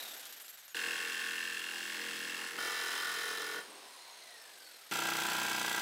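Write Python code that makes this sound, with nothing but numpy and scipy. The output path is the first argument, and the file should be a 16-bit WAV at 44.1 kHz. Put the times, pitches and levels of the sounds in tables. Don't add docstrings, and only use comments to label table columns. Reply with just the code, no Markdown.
import sys
import numpy as np
from scipy import signal
from scipy.fft import rfft, irfft, next_fast_len
from scipy.io import wavfile
from scipy.ndimage import uniform_filter1d

SR = 44100
rng = np.random.default_rng(int(sys.argv[2]) if len(sys.argv) > 2 else 0)


def materialize(psi):
    bounded = np.clip(np.atleast_2d(psi).T, -1, 1)
    quanta = np.round(bounded * 32767).astype(np.int16)
    wavfile.write(sys.argv[1], SR, quanta)


def gain_from_decibels(decibels):
    exponent = np.asarray(decibels, float) / 20
    return 10 ** exponent


N = 256220

# start_s, strokes_hz, feed_db
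FEED_A = [(.76, 42.9, 0.5), (.88, 42.6, .3), (.966, 42.4, 0), (1.37, 42.25, -1.5), (1.648, 42.42, -3),
          (1.8, 42.6, -2), (2.144, 42.7, -1.5), (2.456, 42.5, -2.5), (2.558, 42.7, -5.5), (2.575, 42.7, -4)]
LAYERS_A = (-55.5, -44, -45.5, -44.5)
# pitch_hz, width_hz, level_db
BOX_A = [(465.2, 15.6, -8), (826, 37, -12), (1090, 50, -8), (1500, 100, -7.5), (1666, 120, -3.5),
         (1810, 82, -2), (2180, 120, -6.5), (2740, 120, -3), (3210, 94, -9), (4280, 66, -9),
         (5090, 370, -13.5), (7850, 320, -15.5), (10400, 440, -18), (14700, 500, -17)]
# pitch_hz, level_db (per Hz)
SHEET_A = [(24, -66), (40, -49.5), (392, -16.5), (467, -23.5), (680, -28.5), (1720, 2.5), (2380, -20.5),
           (2770, -4), (3650, -10), (7730, -14), (16000, -24)]
# stroke_place (0-1), boom_db, sheet_ring_db, upper_ring_db
BITES_A = [(.02, 0, -6, 1), (.11, -2, 4, -5), (.37, 0, 1, -4), (.45, -5.5, -1, -.5), (.57, 5, -1, -5),
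           (.7, 3, 0, -6), (.87, -8, .5, -2), (.94, -8, -8, 1.5)]
# stroke_place (0-1), pitch_hz, rise_ms, level_db (re the ring of its range)
STRIKES_A = [(.04, 1730, 1.6, 8.5), (.87, 2725, 2.6, 10.5), (.05, 1500, 1.7, 5), (.41, 3300, 1.4, 1),
             (.39, 2200, 1.2, 2), (.47, 1850, 1.3, 3)]
# stroke_place (0-1), width (0-1 stroke), level_db
SPRAY_A = [
    (.44, 0.13, 8.5),
    (.99, 0.2, 9),
]
# centre_s, width_s, pitch_hz, width_hz, level_db
SHIFTS_A = [(.78, 0.092, 1820, 130, -8), (2, 0.46, 1790, 120, -3), (.95, 0.34, 1470, 160, 5),
            (2.8, .45, 1540, 160, -5.5), (0.87, 0.42, 1340, 180, -5), (1.2, 0.3, 1105, 90, 4.5),
            (2.1, .45, 1090, 60, -2.5), (2.53, .04, 300, 400, 4), (.748, .012, 1700, 2000, -4),
            (2.44, .15, 830, 100, 3.5), (1.74, .05, 790, 60, 8), (2.33, 0.4, 2080, 220, 4),
            (2.1, 0.21, 2800, 290, -1.5), (1.4, 0.22, 2720, 250, 1.5), (0.96, 0.17, 460, 100, 4),
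            (1.8, 0.15, 430, 76, -3), (2.26, 0.07, 3270, 180, 3.5), (1.3, .4, 280, 190, -4),
            (2.1, .3, 140, 80, 3), (2.45, .08, 1150, 300, 4), (2.4, .12, 2750, 300, 3)]
# pitch_hz, width_hz, [(stroke_place (0-1), level_db)]
SWELLS_A = [(1000, 500, [(.2, 4), (.9, -6), (.62, -3)]), (1450, 250, [(.68, -5), (.42, -3)]),
            (1800, 300, [(.48, -5), (.62, 3)]), (2750, 450, [(.44, -6), (.98, 2)]), (3250, 400, [(.49, -3)]),
            (12000, 6000, [(.42, 2.5), (.17, -2)])]
# multiple (of stroke rate), level_db
THUMP_A = [(1, -37), (2, -65), (3, -13), (4, -24), (5, -5), (6, -6.5), (7, -9), (8, -5), (9, -24),
           (10, -7.5), (11, 6), (42, 4)]


def first_cut():
    return cut(.7455, 2.586, FEED_A, LAYERS_A, BOX_A, SHEET_A, BITES_A, STRIKES_A, SPRAY_A, SHIFTS_A,
               SWELLS_A, THUMP_A, thump_db=-6.5, alike=0.65, between=.33, under_db=-5.5)


# start_s, strokes_hz, feed_db
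FEED_B = [(2.595, 42.5, -1.5), (2.663, 42.87, 0.5), (2.827, 42.87, -0.5), (2.953, 42.83, 0.2),
          (3.319, 42.87, -1.3), (3.531, 43.25, -5), (3.59, 43.58, -8), (3.629, 43.16, -18),
          (3.68, 42.85, -26)]
LAYERS_B = (-53.5, -41, -46, -43)
# pitch_hz, width_hz, level_db
BOX_B = [(440, 23, -7), (1197, 32, -9), (1470, 40, -3), (1758, 29, -2), (2250, 21, -8), (2520, 110, -20),
         (2736, 88, -10), (3114, 26, -3), (3970, 260, -13), (5120, 310, -12), (6780, 110, -26),
         (8500, 150, -25), (10100, 290, -19), (14800, 300, -24)]
# pitch_hz, level_db (per Hz)
SHEET_B = [(24, -89), (40, -65), (363, -6.5), (422, -3.5), (600, -15), (1180, -7.5), (1340, -21),
           (1810, -2), (2380, -11.5), (5180, -12), (16000, -21.5)]
# stroke_place (0-1), boom_db, sheet_ring_db, upper_ring_db
BITES_B = [(.03, 2, -3, -2.5), (.09, .5, -1, -9), (.18, -6, 5, -5), (.34, 1.5, 2.5, -6),
           (.48, -3.5, -1, -8), (.68, -9, -6, -1), (.78, -9, 2, 0), (.9, -3, 7, 0)]
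# stroke_place (0-1), pitch_hz, rise_ms, level_db (re the ring of its range)
STRIKES_B = [(.1, 1480, 1.5, 5), (.83, 1760, 1.5, 3), (.84, 1480, 1.3, 3), (.29, 1780, 1.4, 3),
             (.72, 5200, 1.3, -2), (.72, 3150, 1.3, -2)]
# stroke_place (0-1), width (0-1 stroke), level_db
SPRAY_B = [
    (.21, 0.071, 6.8),
    (.77, 0.11, 6.9),
]
# centre_s, width_s, pitch_hz, width_hz, level_db
SHIFTS_B = [(2.74, 0.14, 1210, 190, 2), (3.43, .08, 1220, 250, 4.5), (2.85, .3, 1770, 90, -5.5),
            (3.5, .15, 1770, 90, -3), (3.15, .3, 1456, 70, 5), (3.2, .12, 560, 150, -3),
            (2.6, 0.12, 2260, 250, 3.5), (3.37, 0.25, 3120, 180, -4.5), (3.07, 0.4, 440, 120, -2.5),
            (3.46, 0.11, 410, 100, 5.5), (2.66, .1, 1460, 250, -3), (3.1, .6, 110, 90, -6),
            (2.64, .08, 240, 100, 5), (3.4, .15, 320, 100, 3), (2.62, .06, 3120, 150, -5)]
# pitch_hz, width_hz, [(stroke_place (0-1), level_db)]
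SWELLS_B = [(440, 350, [(.06, 3), (.89, -6), (.56, -3)]), (1000, 500, [(.53, -6), (.14, 2)]),
            (1450, 250, [(.41, -9), (.12, 4), (.94, -3), (.75, 2)]), (1800, 300, [(.96, -7), (.57, 8),
            (.2, 4), (.72, 3)]), (2750, 450, [(.18, -4), (.44, 5), (.76, -5)])]
# multiple (of stroke rate), level_db
THUMP_B = [(1, -47), (2, -42), (3, -34), (4, -22), (5, -16), (6, -18), (7, -15), (8, -5), (9, -9), (10, 8),
           (11, 8.5), (28, -9), (34, 5.5), (41, 0), (43, -2), (73, -4)]


def second_cut():
    return cut(2.586, 3.68, FEED_B, LAYERS_B, BOX_B, SHEET_B, BITES_B, STRIKES_B, SPRAY_B, SHIFTS_B,
               SWELLS_B, THUMP_B, thump_db=-6.0, alike=0.82, between=0.45, under_db=-6.5)


# start_s, strokes_hz, feed_db
FEED_C = [(4.925, 30.34, 0.55), (5.001, 30.28, -.5), (5.227, 30.35, 0.074), (5.4, 30.41, -0.048),
          (5.79, 30.12, -.3)]
LAYERS_C = (-48.5, -39, -41.5, -41)
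# pitch_hz, width_hz, level_db
BOX_C = [(342, 22, -3), (818, 26, -9), (995, 27, -5), (1382, 21, 1.5), (1587, 77, -2), (1983, 53, -4.5),
         (2210, 37, -13.5), (2626, 66, -12.5), (3150, 96, -13.5), (3400, 56, -16), (4450, 110, -15),
         (4980, 94, -13), (6070, 340, -17), (7690, 340, -17)]
# pitch_hz, level_db (per Hz)
SHEET_C = [(24, -70), (40, -41), (204, -8.5), (467, -3), (570, -17), (831, -1.5), (1090, -11.5), (1590, 0),
           (1810, -13.5), (3140, -12), (16000, -19.5)]
# stroke_place (0-1), boom_db, sheet_ring_db, upper_ring_db
BITES_C = [(.08, 6.5, -1, -2.5), (.2, -1, 1, -3), (.3, 12.5, 7.5, 3), (.4, 3, 3.5, 3), (.55, 4.5, 3.5, 1),
           (.68, -15, -5, -5), (.78, -14, -3, -1), (.87, -6, -4, 4.5)]
# stroke_place (0-1), pitch_hz, rise_ms, level_db (re the ring of its range)
STRIKES_C = [(.26, 1390, 1.6, 0), (.25, 1600, 2.4, 4), (.33, 990, 2, 0), (.83, 3200, 1.1, 0),
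             (.5, 1590, 2, 2)]
# stroke_place (0-1), width (0-1 stroke), level_db
SPRAY_C = [
    (.38, 0.067, 8.1),
    (.79, 0.059, 8.6),
    (.96, .05, 6.1),
]
# centre_s, width_s, pitch_hz, width_hz, level_db
SHIFTS_C = [(4.98, .12, 980, 160, -2), (5.26, 0.44, 675, 140, 3), (5.7, .6, 330, 97, -4),
            (5.67, 0.16, 1800, 130, -10), (5.35, .18, 1600, 90, 4), (5.7, .08, 1600, 120, -3),
            (5.5, .3, 995, 90, 2.5), (5.3, .6, 150, 60, 2.5), (5, .1, 1900, 200, -3),
            (5.5, .2, 2040, 180, -2), (5.2, 0.39, 830, 110, -1.5), (5.7, .12, 845, 100, -4),
            (5.4, .15, 1750, 400, 3)]
# pitch_hz, width_hz, [(stroke_place (0-1), level_db)]
SWELLS_C = [(950, 500, [(.5, 4), (.63, 3), (.84, -5), (.99, 4)]), (1450, 250, [(.22, 3), (.37, -3), (.87, -4),
            (.04, 3)]), (1800, 300, [(.27, 3), (.6, -6), (.46, 4)]), (2750, 450, [(.22, 5), (.35, -4),
            (.5, 5), (.88, -2)]), (3250, 400, [(.09, -7), (.36, 3), (.6, -8), (.93, -4)]),
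            (6000, 4000, [(.21, 3)]), (12000, 6000, [(.6, -2), (.78, 2.5), (.1, -3)])]
# multiple (of stroke rate), level_db
THUMP_C = [(1, -28), (2, -13), (3, -22), (4, -20), (5, -4.5), (6, -15), (7, -3), (8, -15), (9, -32),
           (10, -10), (11, 1.5), (12, -13), (13, -18), (28, -13), (45, -1.5), (46, 0.5), (53, 0)]


def third_cut():
    return cut(4.912, 5.82, FEED_C, LAYERS_C, BOX_C, SHEET_C, BITES_C, STRIKES_C, SPRAY_C, SHIFTS_C,
               SWELLS_C, THUMP_C, thump_db=-4.5, alike=0.68, between=0.52, under_db=-6.5)


BANDS_HZ = (110, 700, 2200, 4000, 17000)


def cut(t0, t1, rows, layers, box, sheet, bites, struck, spray, shifts, swells, thump,
        thump_db, alike, between, under_db):
    t = seconds(t0, t1)
    rate, levels = feed(rows, layers, t)
    phase = np.cumsum(rate) / SR
    places = round(SR / rate.mean())
    teeth = colour(blade_teeth(phase, places, alike), sheet, box, under_db)
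    wander = phase + 0.0046 * drift(len(t), 3.5)
    chips = colour(chip_spray(wander, spray), sheet, box, under_db)
    shot = np.zeros(len(t))
    bite_width, fresh_chips = (.04, .032, .038, .03), (.55, .36, .5, 4.0)
    for k, (width, fresh) in enumerate(zip(bite_width, fresh_chips)):
        low, high = BANDS_HZ[k:k + 2]
        bite_rows = [(bite[0], width, gain_from_decibels(bite[min(k, 2) + 1])) for bite in bites]
        gate = between + humps(wander, bite_rows)
        ring = rms_one(gate * evened(band(teeth, low, high), size=places // 8))
        layer = band(ring + fresh * band(chips, low / 2, high), low * 0.79, high * 1.156)
        shot += gain_from_decibels(levels[k]) * evened(layer, size=2 * places)
    shot += strikes(phase, rate, levels, struck)
    shot += shoe_thumps(t, phase, levels, thump, thump_db, struck[0][0])
    return placed(shifted(swelling(shot, phase, swells), t, shifts), t)


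def blade_teeth(phase, places, alike):
    alike = np.clip(alike, 0, .98)
    draws = rng.standard_normal((100, 1500))
    wear = rfft(draws[0, :places])
    wear = rms_one(irfft(wear / np.abs(wear), places))
    teeth = signal.lfilter([np.sqrt(1 - alike ** 2)], [1, -alike], draws[:, :places], axis=0)[15:]
    teeth += 1.4 * wear
    return teeth[phase.astype(int), (phase % 1 * places).astype(int)]


def chip_spray(wander, spray):
    size = len(wander)
    chips = rng.standard_normal(size) * gain_from_decibels(humps(wander, spray) + 0.76 * drift(size, 89.8))
    return chips * gain_from_decibels(2.44 * np.minimum(rng.exponential(1, size), 5))


def strikes(phase, rate, levels, rows):
    out = 0
    for (at, hz, rise_ms, db), chance in zip(rows, rng.standard_normal((8, 2, 100))):
        stroke, since = np.divmod(phase - at + 1, 1)
        uneven, detune = chance[:, stroke.astype(int)]
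        since = since / rate
        rises = since / rise_ms * 1000
        swell = (rises * np.exp(1 - rises)) ** 2
        ring_db = levels[1 if hz <= BANDS_HZ[2] else 2]
        tone = np.sin(2 * np.pi * hz * since + 0.42 * detune)
        out = out + gain_from_decibels(ring_db + db + 1.1 * uneven) * swell * tone
    return out


def shoe_thumps(t, phase, levels, thump, thump_db, first_strike):
    throb = .6 * np.cos(2 * np.pi * (phase - first_strike))
    out = 0
    for (k, db), start in zip(thump, rng.random(30)):
        locked = k >= 20
        level_db = levels[1 if locked else 0] + db + thump_db + 2.64 * drift(len(t), 4.45)
        out = out + gain_from_decibels(level_db) * (1 + locked * throb) * np.sin(2 * np.pi * (k * phase + start))
    return out


FOLLOWS = (0.74, 0.88, 0.97, 0.83)
# centre_s, width_s, boom_db, sheet_ring_db, upper_ring_db (if it changes)
JUDDERS = [
    (0.882, 0.024, 3.1, 0.8),
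    (2, 0.33, 2.5, -0.2),
    (2, 0.087, -0.5, 1.5),
    (2.5, 0.03, -13, 0),
    (2.5, 0.06, 6.5, -1),
    (3.59, 0.044, 8.1, 2.9),
    (2.5, 0.15, .3, 1, -5),
    (2, 0.23, -0.5, -2),
    (5, 1, 0, -1),
]


def feed(rows, layers, t):
    rate, press_db = in_time(rows, t)
    levels = [db + share * press_db for db, share in zip(layers, FOLLOWS)]
    for s, width, *extra_db in JUDDERS:
        for k, db in enumerate(extra_db):
            levels[k] = levels[k] + db * np.exp(-.5 * ((t - s) / width) ** 2)
    return rate, levels


def swelling(x, phase, rows):
    for hz, width_hz, places in rows:
        gain_db = humps(phase, [(at, .045, db) for at, db in places])
        x = x + (gain_from_decibels(gain_db) - 1) * resonance(x, hz, width_hz)
    return x


def shifted(x, t, rows):
    for s, width, hz, width_hz, db in rows:
        gain_db = db * np.exp(-.5 * ((t - s) / width) ** 2)
        x = x + (gain_from_decibels(gain_db) - 1) * resonance(x, hz, width_hz)
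    return x


def working_gear():
    t = seconds(.7455, 2.586)
    strokes = np.cumsum(in_time(FEED_A, t)[0]) / SR
    return placed(whine(t, strokes, -70.0, rough=0.65), t)


# start_db, slope_db_per_s
COAST_A = [
    (-46.5, -16),
    (-10, -12),
    (-73, -10),
    (-54, -9),
]
# pitch_hz, level_db (per Hz)
MOTOR_A = [(24, -72), (40, -51), (297, -15), (363, -15.5), (770, -8), (1020, -13), (1630, -4), (2100, -8),
           (3650, -6), (4340, -8.5), (8990, -13), (12500, -14), (16000, -19)]
# start_s, end_s, from_hz, to_hz, level_db
RUBS_A = [(-.15, .18, 4300, 3480, -52), (.18, .3, 3500, 3350, -62), (0.4, 0.66, 7200, 8200, -64),
          (0.69, 0.74, 7100, 6300, -62), (.585, 0.624, 7200, 6100, -61), (.4, 0.49, 10500, 10300, -60),
          (0.5, 0.51, 10400, 10300, -59), (.39, 0.5, 8900, 7700, -64), (.485, .52, 9400, 7100, -65),
          (-.1, 0.3, 9800, 9900, -62), (-.05, .3, 7850, 7700, -61)]


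def first_coast():
    t = seconds(0, .7455)
    at = np.array(KNOCKS)[:, 0]
    strokes = np.polyval(np.polyfit(at, np.arange(len(at)), 3), t)
    return coast(COAST_A, t, t, 1, strokes, MOTOR_A, RUBS_A, throb_db=5.7, squeal_throb_db=24.0,
                 bright_db=6.0, under_db=19.0)


# start_db, slope_db_per_s
COAST_B = [
    (-53.2, -3.2),
    (-7, -4),
    (-64.5, -3),
    (-81, 14),
]
# pitch_hz, level_db (per Hz)
MOTOR_B = [(24, -90), (40, -58), (363, -8.5), (585, -7.5), (680, -4.5), (1070, -3.5), (1590, -11),
           (2000, -5), (2260, -3.5), (4130, -1.5), (7360, -15.5), (9690, -10), (16000, -19.5)]
# start_s, end_s, from_hz, to_hz, level_db
RUBS_B = [
    (3.62, 3.93, 410, 375, -63),
    (3.86, 4.05, 10000, 9400, -65),
    (4.6, 4.78, 4600, 4200, -61),
    (3.9, 4.45, 4250, 4050, -62),
    (3.64, 4.2, 1100, 960, -62.5),
    (4.19, 4.37, 700, 680, -67),
]
# centre_s, width_s, pitch_hz, width_hz, level_db
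SHIFTS_COAST = [
    (3.72, .08, 1100, 400, 3),
    (3.7, .07, 200, 200, 5),
    (4.15, .2, 220, 250, -5),
    (4.55, .15, 450, 300, 4),
    (4.75, .2, 1050, 400, -5),
    (4.75, .15, 2900, 1000, -2),
    (4.6, .25, 7750, 400, 6),
    (4.3, .06, 9600, 400, 4),
    (3.9, .2, 90, 80, -6),
]


def second_coast():
    t = seconds(2.586, 4.912)
    since = np.maximum(t - 3.669, 0)
    mesh_hz, friction_hz, drag_per_s = 2935, 1325, .416
    mesh_hz = (mesh_hz + friction_hz) * np.exp(-drag_per_s * since) - friction_hz
    strokes = np.cumsum(mesh_hz) / SR / MESH_PER_STROKE + .07
    dry_from_s, dry_rise_s = 4.412, .012
    dry_guide = np.clip((t - dry_from_s) / dry_rise_s, 0, 1)
    x = coast(COAST_B, t, since, dry_guide, strokes, MOTOR_B, RUBS_B, throb_db=2.0 + 2.8 * since,
              squeal_throb_db=21.0, bright_db=3.0, under_db=4.5)
    return shifted(x, seconds(0, 6), SHIFTS_COAST)


def coast(rows, t, since, dry_guide, strokes, motor, rubs, throb_db, squeal_throb_db, bright_db, under_db):
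    motor_db, low_db, whine_db, squeal_db = [db + slope * since for db, slope in rows]
    half = (2 * strokes) % 1
    travel = np.minimum(half / 0.048, 1) * (1 - half ** 1.8)
    travel = travel * (1 + 0.051 * np.cos(2 * np.pi * strokes - .8))
    air = colour(rng.standard_normal(len(t)), motor, HOUSING, under_db)
    brightness = gain_from_decibels(bright_db * (.5 - strokes % 1))
    air += (brightness - 1) * resonance(air, 11500.0, 7000.0)
    x = gain_from_decibels(motor_db) * rms_one(gain_from_decibels(throb_db * travel) * band(air, low=900, high=17000))
    x += gain_from_decibels(motor_db + low_db) * band(air, 16, 785)
    x += dry_guide * guide_squeal(t, strokes, squeal_db, squeal_throb_db)
    for rub in rubs:
        x += gliding_tone(t, strokes, *rub)
    return placed(x + whine(t, strokes, whine_db, rough=.65), t)


MESH_PER_STROKE = 68.4
# pitch_hz, width_hz, level_db
HOUSING = [(700, 200, -8), (1000, 330, -7), (1550, 300, 2), (1900, 300, 1), (2700, 260, -9),
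           (4200, 350, -4), (5300, 800, -3), (6500, 400, -3), (7750, 250, -8), (8600, 500, -1),
           (9650, 300, -6)]
MESH_DB = (2.5, 0, 4.5)


def whine(t, strokes, level_db, rough):
    mesh_hz = MESH_PER_STROKE * np.gradient(strokes) * SR
    out = 0
    for k, db in enumerate(MESH_DB, 1):
        shake = 1 + rough * drift(len(t), 120.0) + .4 * np.cos(8 * np.pi * strokes)
        shake += .35 * np.cos(2 * np.pi * (strokes - .14))
        jitter = .5 * np.cumsum(drift(len(t), 250.0)) * 250 / SR
        turn = 2 * np.pi * k * MESH_PER_STROKE * strokes + jitter
        out = out + gain_from_decibels(db) * peaks_power(HOUSING, k * mesh_hz) ** 0.63 * shake * np.sin(turn)
    return gain_from_decibels(level_db) * out


# start_s, pitch_hz
SQUEAL = [
    (0, 13100),
    (.74, 13050),
    (4.4, 13200),
    (4.91, 12900),
]
# start_s, level_db
GRIP = [(0, 0), (.2, 0), (.24, -5), (.27, -3), (.31, 4), (.345, -2), (.38, 1), (.42, 4), (.46, -3), (.5, 5),
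        (.55, -1), (.6, -3), (.64, -9), (.665, -2), (.71, -3), (.74, -1), (4.425, 6), (4.45, -7),
        (4.49, -3), (4.53, 1), (4.56, -5), (4.585, 2), (4.61, -4), (4.68, 1), (4.75, -3), (4.88, 2)]


def guide_squeal(t, strokes, level_db, depth_db):
    grip_db = in_time(GRIP, t)[0]
    pitch_hz = in_time(SQUEAL, t)[0]
    return gain_from_decibels(level_db + 0.5 + grip_db) * squeal(t, strokes, pitch_hz, 0.058, 0.015, depth_db)


def gliding_tone(t, strokes, start, end, from_hz, to_hz, level_db):
    along = np.clip((t - start) / (end - start), 0, 1)
    swell = np.sqrt(np.sin(np.pi * along) + 1e-9)
    pitch_hz = from_hz + (to_hz - from_hz) * along
    return gain_from_decibels(level_db) * swell * squeal(t, strokes, pitch_hz, .008, .014 + 70 / to_hz, 16.0)


def squeal(t, strokes, hz, wobble, scatter, depth_db):
    size = len(t)
    travel = np.abs(np.sin(2 * np.pi * strokes + 0.2 * drift(size, 11.0)))
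    speed = np.tanh(2.2 * travel)
    pitch = hz * (1 - wobble * speed + scatter * drift(size, 900.0))
    flutter_db = 2 * drift(size, 110.0) + 1.6 * drift(size, 26.0) + 1.2 * drift(size, 11.0)
    grip = gain_from_decibels(1.3 * depth_db * .85 * speed + flutter_db)
    return rms_one(grip * np.sin(2 * np.pi * np.cumsum(pitch) / SR))


# start_s, level_db (peak)
KNOCKS = [(0.0218, -50), (0.0769, -36), (0.1362, -44), (0.1952, -40), (0.254, -30), (0.325, -32),
          (0.399, -38), (0.481, -35), (0.5734, -44), (0.68, -35)]
# start_s, level_db (peak)
TICKS = [
    (4.605, -43),
    (4.768, -47),
]


def knocks():
    out = np.zeros(N)
    events = KNOCKS + TICKS
    bursts = rng.standard_normal((len(events), 600)) * np.exp(-np.arange(600) / (0.0022 * SR))
    for (s, db), tick in zip(events, bursts):
        out[round(s * SR):][:600] += gain_from_decibels(db - 6.0) * tick
    return signal.sosfilt(signal.butter(2, [1200, 12000], "band", fs=SR, output="sos"), out)


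# pitch_hz, level_db (per Hz)
ROOM = [(20, -25), (60, -15), (95, -12), (140, -7.5), (1000, -16), (16000, -27)]


def room_tone():
    return gain_from_decibels(-80) * rms_one(colour(rng.standard_normal(N), ROOM, [(95, 34, -16.0)], 0))


def rms_one(x):
    return x / np.sqrt(np.mean(x ** 2) + 1e-20)


def in_time(rows, t):
    s, *columns = np.transpose(rows)
    return [np.interp(t, s, c) for c in columns]


def seconds(t0, t1):
    return np.arange(round(t0 * SR), min(round(t1 * SR), N)) / SR


def placed(x, t):
    out = np.zeros(N)
    out[round(t[0] * SR):][:len(t)] = x
    return out


def peaks_power(peaks, hz):
    return sum(gain_from_decibels(2 * db) / (1 + (2 * (hz - f) / w) ** 2) for f, w, db in peaks)


def colour(x, spectrum, peaks, under_db):
    n = 2 * next_fast_len(len(x) // 2 + 4096)
    hz = np.maximum(np.arange(n // 2 + 1) * SR / n, 1)
    f, db = np.transpose(spectrum)
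    broad = gain_from_decibels(2 * np.interp(np.log(hz), np.log(f), db))
    skirt = np.minimum(1, broad * gain_from_decibels(34.5))
    power = broad * gain_from_decibels(2 * under_db) + skirt * peaks_power(peaks, hz)
    cepstrum = irfft(.5 * np.log(power), n)
    cepstrum[1:n // 2] *= 2
    cepstrum[n // 2 + 1:] = 0
    return irfft(rfft(x, n) * np.exp(rfft(cepstrum)), n)[:len(x)]


def band(x, low, high):
    return rms_one(signal.sosfilt(signal.butter(3, [low, high], "band", fs=SR, output="sos"), x))


def resonance(x, hz, width_hz):
    r = np.exp(-np.pi * width_hz / SR)
    poles = [1, -2 * r * np.cos(2 * np.pi * hz / SR), r * r]
    return signal.lfilter([(1 - r * r) / 2, 0, (r * r - 1) / 2], poles, x)


def drift(size, rate):
    knots = rng.standard_normal(int(size * 14 / SR) * 100 + 40)
    return np.interp(np.arange(size) * rate / SR, np.arange(len(knots)), knots) * 1.2


def humps(phase, rows):
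    return sum(height * np.exp(-.5 * (((phase - at + .5) % 1 - .5) / w) ** 2) for at, w, height in rows)


def evened(x, size):
    power = uniform_filter1d(uniform_filter1d(x ** 2, size), size)
    return x / np.sqrt(power + 1e-12)


def scene():
    x = first_coast() + knocks()
    x += second_coast()
    x += first_cut()
    x += second_cut()
    x += third_cut()
    x += working_gear()
    room = room_tone()
    x = signal.sosfilt(signal.butter(3, 115, "high", fs=SR, output="sos"), x)
    return (x + room)[None]


def band_limit(x):
    return signal.sosfilt(signal.butter(12, 15810, fs=SR, output="sos"), x)


def record(dry):
    top = signal.ellip(12, .5, 70, 15790, fs=SR, output="sos")
    rounded = .12 * np.tanh(dry / .12)
    mix = signal.sosfilt(top, rounded)
    return band_limit(mix)


dry = scene()
out = record(dry)
materialize(out)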